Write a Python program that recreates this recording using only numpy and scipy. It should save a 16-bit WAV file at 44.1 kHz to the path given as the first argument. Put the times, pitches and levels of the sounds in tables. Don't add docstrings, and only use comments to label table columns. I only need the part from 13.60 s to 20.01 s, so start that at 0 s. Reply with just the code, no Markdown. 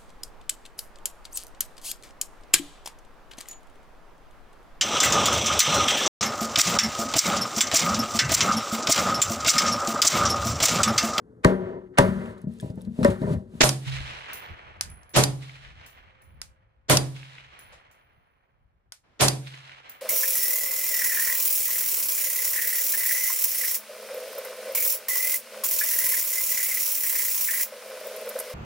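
import sys
import numpy as np
from scipy import signal
from scipy.io import wavfile

SR = 44100
rng = np.random.default_rng(int(sys.argv[2]) if len(sys.argv) > 2 else 0)


def materialize(psi):
    bounded = np.clip(np.atleast_2d(psi).T, -1, 1)
    quanta = np.round(bounded * 32767).astype(np.int16)
    wavfile.write(sys.argv[1], SR, quanta)


N = 282681

# frequency_hz, relative_level_db, t60_s
SHELTER_MODES = [(132.9, -15, 0.75), (148.5, -26.5, 0.76), (208.8, -25.5, 0.43), (288.2, -28.5, 0.55),
                 (342, -27, 0.45), (419.1, -26, 0.12), (558.8, -19.5, 0.16), (608, -13.5, .2),
                 (755, -20.5, 0.28), (999, -21, 0.17), (1130, -24.5, 0.18), (1284, -28, 0.13),
                 (1404, -28.5, 0.21)]
# frequency_hz, density_db_per_hz
RUSH_SPECTRUM = [(80, -12.5), (300, 4), (1000, -4.5), (3000, -3), (7000, -7.5), (9000, -38.5),
                 (15000, -53.5)]

BAND_EDGES_HZ = 22 * 2 ** (np.arange(25) * 0.4)
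BANDS = [signal.butter(2, edges, "band", fs=SR, output="sos")
         for edges in zip(BAND_EDGES_HZ, BAND_EDGES_HZ[1:])]


def from_db(db):
    return 10 ** (np.asarray(db) / 20)


def at_hz(points, hz):
    table_hz, value = np.transpose(points)
    return np.interp(np.log(hz), np.log(table_hz), value)


def seconds(length_s):
    return np.arange(int(length_s * SR)) / SR


def add(out, start_s, sound):
    start = max(0, int(start_s * SR))
    part = sound[..., :max(0, N - start)]
    out[:, start:start + part.shape[-1]] += part


def dying(t, t60):
    return from_db(-60 * t / t60)


def hump(t, peak_s, half_s):
    return np.exp(-((t - peak_s) / half_s) ** 2)


def waver(t, step_s):
    return np.interp(t / step_s, np.arange(256), rng.standard_normal(size=256))


def delayed(x, left_s, right_s):
    return np.array([np.pad(side, (int(abs(delay_s) * SR), 0))[:len(side)]
                     for side, delay_s in zip(x, (left_s, right_s))])


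def ring(t, hz, db, t60, spread=0.29):
    phase = spread * rng.uniform(-1.7, 1, (2, 1))
    return from_db(db) * dying(t, t60) * np.sin(2 * np.pi * hz * t + phase)


def noise(t, spectrum, envelope, grain_db=0, likeness=None):
    # frequency_hz, correlation (-1 to 1)
    usual_likeness = [(60, 0.3), (140, 1), (300, 0.35), (650, 0.18), (1000, 0.17), (2400, 0.12),
                      (4500, 0.13), (7200, 0.35), (10000, 1), (15000, 0.96)]
    likeness = usual_likeness if likeness is None else likeness
    centres_hz = np.sqrt(BAND_EDGES_HZ[1:] * BAND_EDGES_HZ[:-1])
    gains = from_db(at_hz(spectrum, centres_hz))
    gains = gains / np.sqrt(np.sum(gains ** 2 * np.diff(BAND_EDGES_HZ)) * 2 / SR)
    run_in = 4000
    length = len(t) + run_in
    grains = np.repeat(rng.standard_normal(length), 20)[:length]
    sizes = from_db(grain_db * grains)
    white = rng.standard_normal((2, 2, length)) * sizes / np.sqrt(np.mean(sizes ** 2))
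    mid_side = np.zeros((2, len(t)))
    for k, (band, hz) in enumerate(zip(BANDS, centres_hz)):
        alike = np.clip(at_hz(likeness, hz), -1, 1)
        shares = np.sqrt([[(1 + alike) / 2], [(1 - alike) / 2]])
        filtered = signal.sosfilt(band, white[k % 2])[:, run_in:]
        mid_side += filtered * (gains[k] * shares) * envelope(hz)
    mid, side = mid_side
    return np.array([mid + side, mid - side])


def impact(spectrum, t60, roof_db, roof_t60, hold=0.00043):
    t = seconds(0.5)
    burst = dying(np.maximum(t - hold, 0), t60)
    shape = burst + from_db(roof_db) * dying(t, roof_t60)
    return noise(t, spectrum, lambda hz: shape)


def weather():
    # frequency_hz, density_db_per_hz
    wind_spectrum = [(20, -9.5), (60, 1), (100, -3), (180, -16), (350, -31), (1000, -58), (15000, -87.5)]
    # frequency_hz, density_db_per_hz
    air_spectrum = [(30, 3.5), (200, -9.5), (600, -5.5), (1500, -10.5), (3000, -21), (6000, -33.5),
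                    (15000, -46)]
    # peak_s, level_db, half_length_s
    gust_table = [(0.418, -42, 0.099), (0.918, -41.5, 0.027), (1.288, -46.5, 0.089), (2.115, -51, 0.092),
                  (2.782, -56.5, 0.13), (4.075, -66, 0.09), (5.064, -74, 0.057)]
    breeze_db, fall_db_per_s = -56.5, 3
    waver_db, waver_s = 4, 0.058
    t = np.arange(N) / SR
    breeze = from_db(breeze_db - fall_db_per_s * t + waver_db * waver(t, waver_s))
    gusts = sum(from_db(db) * hump(t, peak_s, half_s) for peak_s, db, half_s in gust_table)
    wind = noise(t, wind_spectrum, lambda hz: breeze + gusts)
    return wind + noise(t, air_spectrum, lambda hz: from_db(-79.5))


def downrange():
    # start_s, level_db
    boom_echoes = [(0.263, -23), (0.322, -34.5)]
    # start_s, level_db
    thud_table = [(0.575, -45.5), (4.12, -46)]
    # frequency_hz, density_db_per_hz
    thud_spectrum = [(100, -6), (300, -32), (530, 7), (1000, 2), (3000, -2.5), (9000, -15.5), (15000, -66)]
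    # start_s, frequency_hz, level_db, t60_s
    plate = (2.5, 527.5, -70, 4.5)
    out, t = np.zeros((2, N)), seconds(0.76)
    lowest_hz = SHELTER_MODES[0][0]
    for start_s, db in boom_echoes:
        add(out, start_s, ring(t, lowest_hz, db, 0.55, spread=1.0) * (1 - np.exp(-t / 0.013)))
    for start_s, db in thud_table:
        thud = noise(t, thud_spectrum, lambda hz: (1 - np.exp(-t / 0.0061)) * dying(t, 0.24))
        add(out, start_s, from_db(db) * thud)
    add(out, plate[0], ring(seconds(1.6), *plate[1:]))
    return out


def rustle(attack_s=0.014):
    # start_s, length_s, level_db
    timing = (5.43, 0.22, -66)
    start_s, length_s, db = timing
    spectrum = [(100, 2.0), (700, 2), (2000, -2), (5000, -15), (14000, -42.5)]
    out, t = np.zeros((2, N)), seconds(length_s)
    add(out, start_s, from_db(db) * noise(t, spectrum, lambda hz: np.minimum(t / attack_s, 1)))
    return out


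def brass():
    # start_s, knock_db, low_mode_hz, low_mode_db, high_mode_hz,
    # high_mode_db, ring_t60_s
    cases = [(0.733, -40, 10750, -38, 14700, -28, 0.3), (1.3003, -58, 10700, -41.5, 15100, -56, 0.46),
             (1.4935, -61, 10750, -48.5, 14900, -50, .4), (2.263, -49.5, 10750, -57.5, 14800, -47.5, 0.38),
             (2.6197, -64.5, 10750, -60, 15200, -56, 0.6), (3.9914, -53, 10800, -46, 15040, -44, 0.38),
             (4.313, -60.5, 10950, -73, 15040, -65, 1.8), (6.2958, -49, 10600, -56, 14900, -34, 0.3)]
    knock_spectrum = [(2000, -14.5), (7000, -7), (11000, -13.5), (15000, -10)]
    out, t = np.zeros((2, N)), seconds(1)
    for start_s, knock_db, low_hz, low_db, high_hz, high_db, t60 in cases:
        knock = impact(knock_spectrum, t60=0.0022, roof_db=-3.5, roof_t60=0.25)
        add(out, start_s, from_db(knock_db) * knock)
        for hz, db in ((low_hz, low_db), (high_hz, high_db)):
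            cluster_hz = hz + rng.normal(0, 65, size=6)
            add(out, start_s, np.mean([ring(t, f, db, t60) for f in cluster_hz], axis=0))
    return out


def action():
    # start_s, level_db
    bolt = [(0.091, -17.5), (1.637, -14.5), (3.3708, -15), (5.6824, -15)]
    # start_s, level_db
    trigger = [(1.168, -74), (1.21, -22), (1.432, -58), (2.816, -32.5), (5.3216, -36)]
    # frequency_hz, relative_level_db, t60_s
    action_modes = [(2645, -14.5, .035), (4390, -12.5, 0.032), (4747, -16, 0.1694), (5000, -3, 0.0063),
                    (5900, 3, 0.016), (7200, -11.5, 0.004), (9100, -8.5, 0.013), (9800, -20.5, 0.09)]
    # frequency_hz, relative_level_db, t60_s
    trigger_modes = [(1480, -15.5, 0.062), (5000, 0.5, 0.018), (5600, 2, 0.015), (6560, -4, 0.021),
                     (9700, 2, 0.012), (10000, -9, 0.018)]
    # frequency_hz, density_db_per_hz
    slam_spectrum = [(300, -12.5), (1000, -4.5), (2200, -10), (4000, 0), (5900, 4), (7300, -8.5),
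                     (10000, -0.5), (15000, -25.5)]
    # frequency_hz, density_db_per_hz
    click_spectrum = [(200, -61), (700, -10), (1700, -4), (3300, -6.5), (5400, 0.5), (7000, -4),
                      (9300, -3.5), (12000, -17), (15500, -19.5)]
    out, t = np.zeros((2, N)), seconds(0.5)
    for start_s, db in bolt:
        steel = sum(ring(t, *mode, spread=2.8) for mode in action_modes)
        slam = impact(slam_spectrum, t60=0.019, roof_db=-22, roof_t60=0.1, hold=0.0024)
        add(out, start_s, from_db(db) * (slam + from_db(1) * steel))
    for start_s, db in trigger:
        steel = sum(ring(t, *mode, spread=1.9) for mode in trigger_modes)
        click = impact(click_spectrum, t60=0.0078, roof_db=-11.5, roof_t60=0.19, hold=0.0011)
        add(out, start_s, from_db(db) * (click + from_db(-0.5) * steel))
    return out


def woods(air_db_per_s_khz=6.0, stretch_s=0.65, stretch_power=0.22, clump_db=1.63, clump_s=0.022,
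          lag_s=0.00057):
    # delay_s, level_db, half_length_s
    stand_table = [(0.266, -3, 0.011), (0.335, -11, 0.018), (0.487, -5.5, 0.061), (0.682, -2, 0.048),
                   (0.828, -8, 0.036)]
    # frequency_hz, density_db_per_hz
    echo_spectrum = [(100, -16), (300, -17.5), (700, -7.5), (1200, -4.5), (2000, 0), (2900, 2), (4500, -6),
                     (8000, -7), (13000, -21)]
    edge_s, edge_steepness = 0.28, 6.4
    level_db, hold_s, t60 = -1.52, 0.94, 4.3
    t = seconds(2.6)
    onset = np.minimum(t / edge_s, 1) ** edge_steepness
    scatter = from_db(level_db) * onset * dying(np.maximum(t - hold_s, 0), t60)
    stands = sum(from_db(db) * hump(t, delay_s, half_s) for delay_s, db, half_s in stand_table)
    strength = (scatter + stands) * from_db(clump_db * waver(t, clump_s))
    loss_db_per_hz = -air_db_per_s_khz * t / 1000
    stretch = (np.clip(t, edge_s, hold_s) / stretch_s) ** stretch_power

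    def envelope(hz):
        shift_db = at_hz(echo_spectrum, hz * stretch) - at_hz(echo_spectrum, hz)
        return strength * from_db(loss_db_per_hz * hz + shift_db)

    echo = noise(t, echo_spectrum, envelope, grain_db=3.0,
                 likeness=[(1000, 0.48), (2400, 0.5), (5000, 0.23)])
    return delayed(echo, lag_s, 0)


def trunks(rise_s=0.00032, t60=0.019):
    # delay_s, level_db
    trunk_table = [(0.266, -44.5), (0.332, -37), (0.485, -36.5), (0.507, -43)]
    # frequency_hz, density_db_per_hz
    trunk_spectrum = [(300, 10), (1000, -5), (2600, 26), (4500, -59), (9000, -50)]
    t = seconds(0.87)
    snaps = 0
    for delay_s, db in trunk_table:
        since = np.maximum(t - delay_s, 0)
        snaps = snaps + from_db(db) * np.minimum(since / rise_s, 1) * dying(since, t60)
    return noise(t, trunk_spectrum, lambda hz: snaps, likeness=[(1000, 0.4), (5000, 0.15)])


def boom(build_s=0.0047):
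    t = seconds(1.5)
    modes = sum(ring(t, hz, db, t60, spread=min(hz / 400, 1.5)) for hz, db, t60 in SHELTER_MODES)
    return modes * (1 - np.exp(-t / build_s))


def flutter(x, trip_s=0.00705, kept=0.21, count=5):
    return sum(np.clip(kept, 0, 0.7) ** k * delayed(x, k * trip_s, k * trip_s) for k in range(count))


def gas(tilt_db, vent_s=0.019, start_db=-0.5, late_db=-23.0, late_t60=0.71):
    # frequency_hz, density_db_per_hz
    gas_spectrum = [(25, -10.5), (65, 0), (140, -2), (260, -3), (550, -2.5), (900, -4), (1400, -9),
                    (3300, -12.5), (5500, -12), (7300, -13.5), (9700, -10.5), (13000, -29.5), (15500, -46)]
    # frequency_hz, t60_s
    roof_decay = [(50, 0.46), (150, 0.35), (400, 0.38), (1200, 0.23), (4000, 0.26), (9000, 0.23),
                  (15000, 0.12)]
    t = seconds(1)
    after = np.maximum(t - vent_s, 0)
    swell = from_db(start_db * np.maximum(1 - t / vent_s, 0))
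    late = from_db(late_db) * dying(after, late_t60)
    colour = [(hz, db + tilt_db * np.log2(hz)) for hz, db in gas_spectrum]
    return noise(t, colour, lambda hz: swell * (dying(after, at_hz(roof_decay, hz)) + late), grain_db=-0.5)


def opening_burst(rise_s=0.0036, hold_s=0.015, t60=0.013):
    # start_s, pop_db, shove_db
    pop_table = (0.0052, -10.5, -17.5)
    start_s, pop_db, shove_db = pop_table
    out, t = np.zeros((2, N)), seconds(0.72)
    burst = np.minimum(t / rise_s, 1) * dying(np.maximum(t - hold_s, 0), t60)
    add(out, start_s, from_db(pop_db) * noise(t, RUSH_SPECTRUM, lambda hz: burst, grain_db=-1.0))
    add(out, start_s + 0.026, ring(t, 30, shove_db, 0.085, spread=0.1))
    return out


def shots():
    # start_s, lead_in_db, lead_in_s, crack_db, gas_delay_s, gas_db,
    # gas_brightness_db_per_octave, boom_db, woods_echo_db
    shot_table = [(0.0191, -12, 0.042, -13, 0.017, -20.5, 1.3, -4, -32.5),
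                  (1.5630, -19.5, 0.029, -12, 0.0011, -15.5, -0.15, -0.5, -44),
                  (3.2980, -25, 0.016, -9, 0.0011, -15, -0.02, -1, -44),
                  (5.6094, -20, 0.018, -12.5, 0.0025, -16, 0.7, -3, -42)]
    # frequency_hz, density_db_per_hz
    crack_spectrum = [(100, -10.5), (700, 0), (1500, -6.5), (3000, 0), (6000, -12.5), (10000, -9.5),
                      (15000, -16.5)]
    out = opening_burst()
    for start_s, lead_db, lead_s, crack_db, gas_s, gas_db, tilt_db, boom_db, woods_db in shot_table:
        before = seconds(lead_s) - lead_s
        rush = noise(before, RUSH_SPECTRUM, lambda hz: np.abs(1 + before / lead_s) ** 1.5)
        add(out, start_s - lead_s, from_db(lead_db) * rush)
        crack = impact(crack_spectrum, t60=0.0033, roof_db=-25.5, roof_t60=0.24, hold=0.00068)
        add(out, start_s, from_db(crack_db) * flutter(crack))
        add(out, start_s + gas_s, from_db(gas_db) * flutter(gas(tilt_db)))
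        add(out, start_s + gas_s, from_db(boom_db) * boom())
        add(out, start_s, from_db(woods_db) * woods())
        add(out, start_s, trunks())
    return out


def scene():
    right_lag_s = 0.0001
    surroundings = weather() + downrange() + rustle() + brass()
    rifle = (action() + shots()) * from_db([[-0.7], [0.6]])
    return delayed(surroundings + rifle, 0, right_lag_s)


def record(dry, top=4.8):
    cutoff_hz = 16300
    low_pass = signal.butter(16, cutoff_hz, fs=SR, output="sos")
    return signal.sosfiltfilt(low_pass, top * np.tanh(dry / top))


dry = scene()
out = record(dry)
materialize(out)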